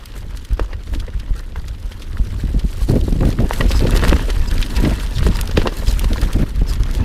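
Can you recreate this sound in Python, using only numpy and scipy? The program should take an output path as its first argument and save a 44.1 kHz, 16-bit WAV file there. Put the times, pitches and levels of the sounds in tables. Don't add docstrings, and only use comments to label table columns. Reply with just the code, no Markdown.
import sys
import numpy as np
from scipy import signal
from scipy.fft import rfft, irfft, next_fast_len
from scipy.io import wavfile
from scipy.ndimage import uniform_filter1d, map_coordinates

SR = 44100
rng = np.random.default_rng(int(sys.argv[2]) if len(sys.argv) > 2 else 0)


def digitize_waveform(pressure):
    field = np.atleast_2d(pressure).T
    bounded = np.clip(field, -1, 1)
    quanta = np.round(bounded * 32767).astype(np.int16)
    wavfile.write(sys.argv[1], SR, quanta)


N = 310464
HIGHEST_HZ = 15600
SCRAPE_S = .016

# time in seconds, grit level in dB, leaf level in dB.
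TYRE_LEVELS = [(0, -43, -55), (1.05, -43.5, -56), (1.25, -45.5, -59.5), (1.8, -44, -53),
               (2.5, -41.5, -51.5), (2.9, -42, -45), (3.47, -38, -49), (3.53, -31.5, -38.5),
               (3.9, -33, -45), (4.1, -25, -34), (4.15, -30.5, -42), (4.46, -36, -44.5), (4.87, -29.5, -39),
               (5.1, -35.5, -43.5), (5.27, -32.5, -45.5), (5.7, -38, -44.5), (6.22, -34.5, -42),
               (6.55, -40, -51), (7.04, -34, -49)]
# start in seconds, hold in seconds, leaf level in dB.
LOOSE_PATCHES = [(.155, 0.046, -46), (.355, .03, -50), (.855, 0.018, -48), (.93, 0.024, -47),
                 (1.355, 0.052, -48), (2.385, 0.038, -43.5), (2.67, 0.022, -44.5), (2.77, 0.077, -43.5),
                 (2.88, 0.034, -40.5), (3.25, 0.055, -42), (3.695, 0.068, -43), (3.945, 0.029, -34.5),
                 (4.075, 0.016, -38), (5.0, 0.036, -39.5), (5.235, 0.043, -35.5), (5.37, 0.035, -42),
                 (5.765, 0.041, -41), (5.87, 0.067, -42), (6.69, 0.053, -38), (6.94, 0.023, -39)]
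# frequency in Hz, relative strength in dB.
GRIT_TONE = [(150, 11), (400, 7), (520, 6.5), (720, -1), (930, 0.5), (1250, 0), (1750, 0), (2300, -4),
             (3100, -2.5), (4900, -12.5), (6200, -13.5), (15000, -62)]
LEAF_TONE = [(1500, -32), (4000, 1.5), (6000, -5), (8000, -4), (10000, -5.5), (13000, -5.5), (15500, -16)]
# pitch in Hz, width in Hz, strength in dB.
WHEEL_NOTES = [(894, 22, 1.5), (966, 8.3, 15), (1406, 56, -10), (1742, 23, 11), (1890, 33, -2),
               (2650, 40, 9), (3080, 30, -11.5)]


def tyres():
    grit_db, leaves_db = curves(TYRE_LEVELS)
    patches = swells(LOOSE_PATCHES, rise_s=.0055, fall_s=.012)
    grit_gain = np.hypot(amp(grit_db), amp(3.5) * patches)
    leaf_gain = np.hypot(amp(leaves_db + .45 * wobble(35)), patches)
    bumps = amp(1.4 * wobble(45))
    clumps = amp(4.5 * wobble(140))
    stones = unit(clumps * grains(per_s=1200, pitch_hz=2796, spread=.6, cycles=2.4, scatter_db=1))
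    crackle = unit(clumps * grains(per_s=900, pitch_hz=8000, spread=.4, cycles=1.2, scatter_db=4))
    crunch = rng.standard_normal(N) + .5 * stones
    grit = patchy(coloured(crunch, GRIT_TONE), depth_db=2) * amp(1.3 * wobble(70))
    breaks_per_s, break_fall_s = 110, .0015
    snaps = (rng.random(N) < breaks_per_s / SR) * rng.random(N) ** 2
    breaks = signal.lfilter([1], [1, -np.exp(-1 / (break_fall_s * SR))], snaps)
    rustle = rng.standard_normal(N) * (1 + amp(11.5) * breaks) + .7 * crackle
    leaves = patchy(coloured(rustle, LEAF_TONE), depth_db=2) * amp(1.2 * wobble(110))
    ringing = unit(filtered(crunch * amp(4 * wobble(35)), lambda f: body(WHEEL_NOTES, f)))
    ring_gain = amp(5.5) * grit_gain ** 1.49
    return bumps * (grit_gain * grit + leaf_gain * leaves + ring_gain * ringing)


# pitch in Hz, width in Hz, strength in dB.
FRAME_NOTES = [(348, 120, 1), (476, 160, 10.5), (980, 480, 1.5), (1300, 300, -8.5), (1756, 460, 4),
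               (2750, 510, 4), (3640, 600, 1), (4650, 760, 3)]
# time in seconds, level in dB, brightness in Hz (higher is harder),
# breadth as a ratio (small sounds hollow), contact in seconds (long for a glancing blow).
TRAIL_HITS = [(0.348, -41, 1800, 1.1, .01), (0.595, -17.5, 1290, 1.7, 0.017),
              (0.731, -31.5, 2480, 1.6, 0.033), (0.937, -33.5, 1800, 1.9, 0.027),
              (1.08, -31.5, 2400, 0.74, .04), (1.359, -43, 3250, 0.032, 0.15),
              (1.559, -31, 2870, 0.3, 0.019), (2.17, -33, 3080, 0.13, .025), (2.908, -27, 1100, 0.52, .02),
              (2.936, -24, 800, 0.31, 0.008), (3.083, -26, 850, 0.5, 0.027),
              (3.209, -31, 2400, 0.68, 0.022), (3.232, -18.5, 1090, 0.29, 0.022),
              (3.388, -29, 3170, 0.18, 0.022), (3.403, -25, 750, 0.44, 0.015),
              (3.509, -16.5, 1970, 0.13, 0.0088), (3.533, -26.5, 3200, 1.4, .014),
              (3.609, -15, 2590, 0.83, 0.023), (3.706, -23, 1790, 1.3, 0.049),
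              (3.852, -17.5, 646, 0.49, 0.026), (3.95, -19.5, 800, 0.49, 0.017),
              (3.963, -25, 2600, 0.98, 0.027), (3.994, -27.5, 3600, 1.3, 0.014),
              (4.025, -20.5, 1900, 0.85, .035), (4.037, -18, 2300, 1, 0.013),
              (4.05, -19.5, 2690, 0.98, 0.015), (4.077, -25.5, 3800, 0.51, 0.082),
              (4.112, -24.5, 2600, .4, 0.032), (4.13, -14.5, 2300, 0.85, 0.011),
              (4.194, -26.5, 2180, 0.39, 0.014), (4.301, -25.5, 2940, 1.1, 0.013),
              (4.849, -23, 2700, 1.6, 0.046), (5.229, -27.5, 2500, 1.1, .016),
              (5.266, -24, 2200, 0.67, 0.017), (5.389, -26, 2900, 0.93, 0.034),
              (5.572, -17, 3260, 1.4, 0.038), (5.576, -8.5, 680, 0.91, 0.0087),
              (5.617, -23, 2920, 1.8, 0.031), (5.656, -17, 1310, 0.61, 0.038),
              (5.672, -13, 2600, 1.9, 0.019), (5.678, -30, 3500, 1.1, 0.016), (6.043, -27, 1200, 1.3, .014),
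              (6.159, -28.5, 2210, 0.22, 0.021), (6.181, -30, 2580, 1.1, .02),
              (6.228, -27.5, 1630, 0.35, 0.025)]


def frame_knocks():
    out, t = np.zeros(N), np.arange(SR // 3) / SR
    shudder_db, shudder_fade_s, shudder_top_hz = -19.5, .42, 450
    for start, db, top_hz, breadth, contact_s in TRAIL_HITS:
        tune = np.exp(.05 * rng.standard_normal())
        frame = lambda f: sum(amp(note_db) * resonance(f, tune * hz, width)
                              for hz, width, note_db in FRAME_NOTES)
        bike = lambda f: frame(f) + amp(-12) * body(WHEEL_NOTES, f)
        blow = 6 * .014 / contact_s
        clack = strike(bike, top_hz, breadth, blow, contact_s, chatter_db=-14, chatter_s=.07)
        shudder = noise(len(t), lambda f: bike(f) / (1 + 1j * f / shudder_top_hz))
        add(out, start - SCRAPE_S, amp(db) * clack)
        add(out, start, amp(db + shudder_db) * fade(t, shudder_fade_s) * shudder)
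    return out


# start in seconds, swing level in dB, slap in dB relative to the swing.
CAMERA_JOLTS = [(0.262, -17.5, -12), (0.295, -12.5, -26), (0.342, -12, -20), (0.505, -9, -40),
                (0.524, -3, -33), (0.61, -4.5, -17.5), (0.924, -10.5, -17), (0.975, -6.5, -43),
                (1.15, -11, -35), (1.308, -2, -30), (1.847, -10, -40), (2.199, -1, -18.5),
                (2.436, -4.5, -8.5), (2.543, -8, -5.5), (2.562, -4.5, -10), (2.641, -3.5, -9),
                (2.818, -1.5, -29), (3.079, -7, -4.5), (3.123, -2.5, -7.5), (3.155, -2, -11.5),
                (3.267, -8, -8), (3.427, -5.5, -13), (3.651, -2.5, -7), (3.822, -10.5, -2),
                (3.935, -8, -2.5), (4.124, -1.5, -1), (4.525, -16, -4), (4.591, -0.5, -23),
                (4.798, -5.5, -7), (4.837, -4.5, -4.5), (4.873, -13, 5), (4.913, -7.5, -3), (5.265, -6, -2),
                (5.287, -2.5, -9.5), (5.576, -8, 1.5), (5.794, -13, -11), (5.879, -2, -13.5),
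                (5.926, -4.5, -21), (6.023, -8.5, -16), (6.055, -2, -19), (6.114, -3.5, -13),
                (6.227, -6.5, -11.5), (6.258, -6.5, -12.5), (6.35, -3, -17), (6.411, -1, -8.5),
                (6.616, 0, -10), (6.802, -2, -12.5)]


def camera_jolts():
    out, t = np.zeros(N), np.arange(SR // 6) / SR
    swing_hz = 44.1
    swing = np.sin(2 * np.pi * swing_hz * t) * fade(t, seconds=.12)
    for start, db, slap_db in CAMERA_JOLTS:
        slap_hz = max(237.6 + 8 * slap_db, swing_hz)
        rub = rng.standard_normal(len(t)) * fade(t, seconds=.039)
        slap = filtered(rub, lambda f: resonance(f, slap_hz, 1.4 * slap_hz) ** 3)
        add(out, start, amp(db) * (swing + amp(slap_db) * slap / np.abs(slap).max()))
    return out


# time in seconds, level in dB.
RUMBLE_LEVELS = [(0, -32.5), (.55, -25.5), (.8, -24), (.95, -23), (1.42, -25), (1.78, -28), (2.3, -20),
                 (2.75, -22.5), (3.15, -9.5), (3.52, -21.5), (3.7, -13), (4.4, -15.5), (4.9, -14),
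                 (5.05, -20.5), (5.35, -14), (5.7, -19), (6.25, -18), (6.52, -18), (7.04, -14.5)]
# start in seconds, hold in seconds, level in dB.
WIND_GUSTS = [(.92, 0.041, -32.5), (2.2, 0.064, -42), (2.54, 0.044, -39), (2.895, 0.081, -16.5),
              (3.01, 0.025, -27.5), (3.195, 0.097, -20), (3.33, 0.0089, -23), (3.385, 0.068, -19),
              (3.61, 0.039, -19.5), (3.82, 0.063, -19), (3.9, 0.071, -25.5), (4.025, 0.12, -22),
              (4.205, 0.0051, -23), (4.825, 0.068, -20), (5.26, 0.037, -22.5), (5.565, 0.019, -19),
              (5.635, 0.042, -25.5), (5.775, 0.076, -37), (5.87, 0.038, -32), (6.02, 0.027, -30.5),
              (6.116, 0.012, -19), (6.19, 0.053, -30), (6.355, 0.083, -21.5), (7.005, 0.048, -25)]
# frequency in Hz, relative strength in dB.
SHAKE_TONE = [(8, -27), (20, -1.5), (29, 3), (50, -2.5), (80, -7.5), (120, -18.5), (200, -30), (400, -49),
              (1000, -120)]
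SWIRL_TONE = [(50, -13), (100, -2), (150, -2.5), (240, 2), (350, -4.5), (500, -13.5), (700, -22),
              (1100, -38.5), (2500, -37.5), (8000, -55)]
ROAR_TONE = [(40, -2), (90, 19), (150, 16.5), (240, 1), (420, 0), (620, -2.5), (900, -21), (1600, -52),
             (5000, -80)]


def wind():
    rumble_db, = curves(RUMBLE_LEVELS)
    breeze = amp(1.124 * rumble_db - 17 + 1.7 * wobble(19))
    gusts = swells(WIND_GUSTS, rise_s=.0075, fall_s=.012)
    shake = steadied(coloured(rng.standard_normal(N), SHAKE_TONE), seconds=.0513)
    swirls = coloured(rng.standard_normal(N) * amp(5.1 * wobble(110)), SWIRL_TONE)
    swirls = steadied(swirls, seconds=.071)
    roar = coloured(rng.standard_normal(N) * amp(5.5 * wobble(130)), ROAR_TONE)
    roar = steadied(roar, seconds=.04)
    roar_gain = np.minimum(amp(8) * gusts ** 1.407, amp(-12))
    sway = amp(2.8 * wobble(17) - 1.5)
    shake_gain = np.hypot(sway * amp(rumble_db), amp(-1.5) * gusts)
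    return shake_gain * shake + np.hypot(breeze, gusts) * swirls + roar_gain * roar


# pitch in Hz, width in Hz, strength in dB.
METAL_NOTES = [(2170, 2070, -3), (3230, 680, 5.5), (3593, 470, 5), (4780, 1220, 2), (6430, 3800, -3.5),
               (9300, 2160, 0), (12900, 3200, -1.5)]
# time in seconds, level in dB, brightness in Hz,
# contact in seconds (short for a snap, long for a rattle).
CLEAR_TICKS = [(0.057, -36.5, 10700, 0.019), (0.372, -37, 8350, 0.022), (0.449, -38, 8050, 0.032),
               (0.532, -43.5, 10500, .015), (0.596, -37, 7300, 0.024), (0.948, -34, 5860, 0.032),
               (0.999, -33.5, 6300, 0.047), (1.198, -37, 5400, 0.039), (1.682, -36.5, 7500, 0.045),
               (1.92, -36, 5000, 0.037), (2.02, -35.5, 6000, 0.086), (2.594, -34.5, 6150, 0.053),
               (2.729, -40, 6500, 0.01), (3.012, -36.5, 4500, 0.012), (3.126, -37, 7000, .012),
               (3.253, -35, 7400, 0.018), (3.327, -34.5, 4500, 0.016), (3.534, -31, 7500, .012),
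               (3.609, -36, 10000, .005), (3.714, -24, 6600, 0.025), (3.718, -26.5, 5800, 0.025),
               (3.793, -28.5, 7100, 0.0066), (3.869, -27, 5200, 0.032), (3.908, -28.5, 11000, 0.0088),
               (3.962, -29, 7300, 0.015), (4.083, -26, 8000, 0.0055), (4.095, -23.5, 7450, .012),
               (4.302, -27, 5770, 0.036), (4.512, -30.5, 6800, 0.015), (4.58, -29.5, 4500, 0.013),
               (4.616, -31, 7500, .006), (4.626, -22, 4000, 0.041), (4.765, -25.5, 5900, 0.049),
               (5.063, -36, 5000, 0.0098), (5.183, -27, 5040, 0.029), (5.369, -32.5, 9000, .005),
               (5.412, -23.5, 10500, 0.0062), (5.475, -31.5, 8160, 0.0074), (5.512, -32, 5000, 0.017),
               (5.573, -24.5, 6450, 0.035), (5.595, -32, 4000, .15), (5.882, -30, 6000, .01),
               (5.914, -33, 9000, 0.006), (5.927, -36, 14000, .003), (5.938, -37, 7460, .006),
               (5.994, -25.5, 11700, 0.0062), (6.043, -29.5, 7500, 0.022), (6.132, -27.5, 5630, 0.022),
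               (6.215, -29, 10000, 0.016), (6.331, -29.5, 8500, 0.023), (6.735, -32.5, 7550, .008),
               (6.834, -33, 5840, 0.01), (6.912, -37, 10000, .01), (6.941, -39, 9000, .008),
               (6.95, -32.5, 8000, .01)]


def metal_ticks():
    out = np.zeros(N)
    for start, db, top_hz, contact_s in CLEAR_TICKS:
        tick = strike(lambda f: body(METAL_NOTES, f), top_hz, breadth=1.4, blow=2.5,
                      contact_s=contact_s, chatter_db=-17, chatter_s=.06)
        add(out, start - SCRAPE_S, amp(db) * tick)
    return out


def light_rattle():
    out, taps_per_s = np.zeros(N), 24
    grit_db, _ = curves(TYRE_LEVELS)
    count = int(taps_per_s * N / SR)
    starts = ((np.arange(count) + rng.random(count)) * N / count).astype(int)
    for i, (force, hardness) in zip(starts, rng.standard_normal((count, 2))):
        gain = amp(.92 * grit_db[i] - 10 + 2 * force)
        top_hz = 6500 * np.exp(.3 * hardness)
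        tap = strike(lambda f: body(METAL_NOTES, f), top_hz, breadth=.8, blow=2.5,
                     contact_s=.008, chatter_db=-16, chatter_s=.06)
        add(out, i / SR - SCRAPE_S, gain * tap)
        add(out, i / SR, gain * amp(-3.5) * ping(count=4, pitch_hz=4570, rise_s=.00095, fade_s=.038))
    return out


# middle in seconds, level in dB, about half the length in seconds,
# whistle pitch in Hz, how fast that pitch falls in Hz per second.
FORK_STROKES = [(3.698, -35.5, 0.0085, 5140, 8000), (3.771, -33, 0.014, 5020, 3000),
                (4.483, -38, 0.0069, 4960, 20000), (5.16, -38.5, 0.0087, 4300, 20000),
                (5.171, -39, 0.0088, 3560, 3000), (5.357, -36.5, 0.006, 5030, 15000),
                (5.874, -30.5, 0.004, 3350, 3000), (5.885, -29.5, 0.0035, 4960, 10000),
                (5.896, -33.5, 0.006, 4400, 40000), (6.698, -37.5, 0.014, 5070, 12000)]


def fork_damper():
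    out, t = np.zeros(N), np.arange(-SR // 10, SR // 10) / SR
    for middle, db, half_s, hz, fall_hz_per_s in FORK_STROKES:
        hiss = noise(len(t), lambda f: resonance(f, hz, .4 * hz) * resonance(f, hz, 3 * hz))
        flutter = noise(len(t), lambda f: np.exp(-(f / 190) ** 2))
        phase = 2 * np.pi * (hz * t - .5 * fall_hz_per_s * t ** 2)
        overtone = amp(-10) * np.cos(1.55 * phase)
        whistle = unit(flutter * (np.cos(phase) + overtone))
        swell = np.exp(-.5 * (t / half_s) ** 2)
        add(out, middle + t[0], amp(db) * swell * (hiss + amp(2.5) * whistle))
    return out


def strike(ring, top_hz, breadth, blow, contact_s, chatter_db, chatter_s):
    lead = round(SCRAPE_S * SR)
    t = np.arange(-lead, SR // 10) / SR
    touches = rng.standard_normal(len(t)) * (rng.random(len(t)) < .2)
    scrape = amp(-10) * np.exp(-np.abs(t) / (.19 * contact_s))
    settle = fade(np.abs(t), contact_s) + amp(chatter_db) * fade(np.abs(t), chatter_s)
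    force = touches * np.where(t < 0, scrape, settle)
    force[lead + SR // 2000] += blow
    band = lambda f: resonance(f, .43 * top_hz, breadth * top_hz)
    treble_cut = lambda f: 1 / (1 + 1.2j * f / top_hz - (f / top_hz) ** 2)
    sound = filtered(force, lambda f: ring(f) * band(f) * treble_cut(f))
    attack = sound[lead:lead + round(.008 * SR)]
    return sound / np.sqrt(np.mean(attack ** 2))


def ping(count, pitch_hz, rise_s, fade_s):
    t = np.arange(SR // 12) / SR
    hz = pitch_hz * np.exp(.36 * rng.standard_normal((count, 1)))
    return np.sin(2 * np.pi * hz * t).sum(0) * fade(t, fade_s) * (1 - np.exp(-t / rise_s))


def grains(per_s, pitch_hz, spread, cycles, scatter_db):
    count = int(per_s * N / SR)
    starts, samples = rng.integers(0, N, count), np.arange(160)
    hz = np.clip(pitch_hz * np.exp(spread * rng.standard_normal((count, 1))), 200, HIGHEST_HZ)
    size = amp(scatter_db * np.minimum(rng.exponential(size=(count, 1)), 4))
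    turns = hz * samples / SR
    snaps = size * np.sin(2 * np.pi * turns) * np.exp(-turns / cycles)
    return unit(np.bincount((starts[:, None] + samples).ravel(), snaps.ravel(), minlength=N)[:N])


def patchy(x, depth_db):
    spectrum = signal.stft(x, nperseg=256)[2]
    across_pitch = uniform_filter1d(rng.standard_normal(spectrum.shape), 3, axis=0)
    flicker = unit(uniform_filter1d(across_pitch, 9, axis=1))
    return unit(signal.istft(spectrum * amp(depth_db * flicker), nperseg=256)[1][:len(x)])


def resonance(f, centre, width):
    return 1j * f * width / (centre ** 2 - f ** 2 + 1j * f * width)


def body(notes, f):
    return sum((-1) ** k * amp(db) * resonance(f, hz, width) for k, (hz, width, db) in enumerate(notes))


def swells(rows, rise_s, fall_s):
    t, gain = np.arange(N) / SR, np.zeros(N)
    for start, hold_s, db in rows:
        before = np.maximum((start - t) / rise_s, 0)
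        after = np.maximum((t - start - hold_s) / fall_s, 0)
        gain = np.maximum(gain, amp(db) * np.exp(-np.minimum(before + after, 20)))
    return gain


def curves(rows):
    times, *columns = np.transpose(rows)
    return [np.interp(np.arange(N) / SR, times, column) for column in columns]


def wobble(per_s):
    points = rng.standard_normal(int(N * per_s / SR) + 4)
    return map_coordinates(points, [np.arange(N) * per_s / SR])


def filtered(x, response):
    size = next_fast_len(len(x) + 8192)
    return irfft(rfft(x, size) * response(np.fft.rfftfreq(size, 1 / SR)), size)[:len(x)]


def noise(length, response):
    return unit(filtered(rng.standard_normal(length), response))


def coloured(x, tone):
    hz, db = np.transpose(tone)
    return unit(filtered(x, lambda f: amp(np.interp(np.log(f + 1), np.log(hz), db))))


def steadied(x, seconds):
    power = np.abs(uniform_filter1d(x ** 2, max(int(seconds * SR), 1)))
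    return x / np.sqrt(power + 1e-3)


def fade(t, seconds):
    return amp(-60 * t / seconds)


def amp(db):
    return 10 ** (np.asarray(db) / 20)


def unit(x):
    return x / np.sqrt(np.mean(x ** 2) + 1e-20)


def add(track, start_s, sound):
    part = track[max(round(start_s * SR), 0):][:len(sound)]
    part += sound[:len(part)]


def scene():
    mix = wind() + camera_jolts() + tyres() + frame_knocks()
    mix += metal_ticks() + light_rattle() + fork_damper()
    return mix[None]


def record(dry):
    low_cut_hz, ceiling = 9, .95
    sound = filtered(dry[0], lambda f: 1j * f / (1j * f + low_cut_hz))
    rounded = sound / (1 + np.abs(sound / ceiling) ** 6) ** (1 / 6)
    return filtered(rounded, lambda f: 1 / (1 + (f / HIGHEST_HZ) ** 120))[None]


dry = scene()
out = record(dry)
digitize_waveform(out)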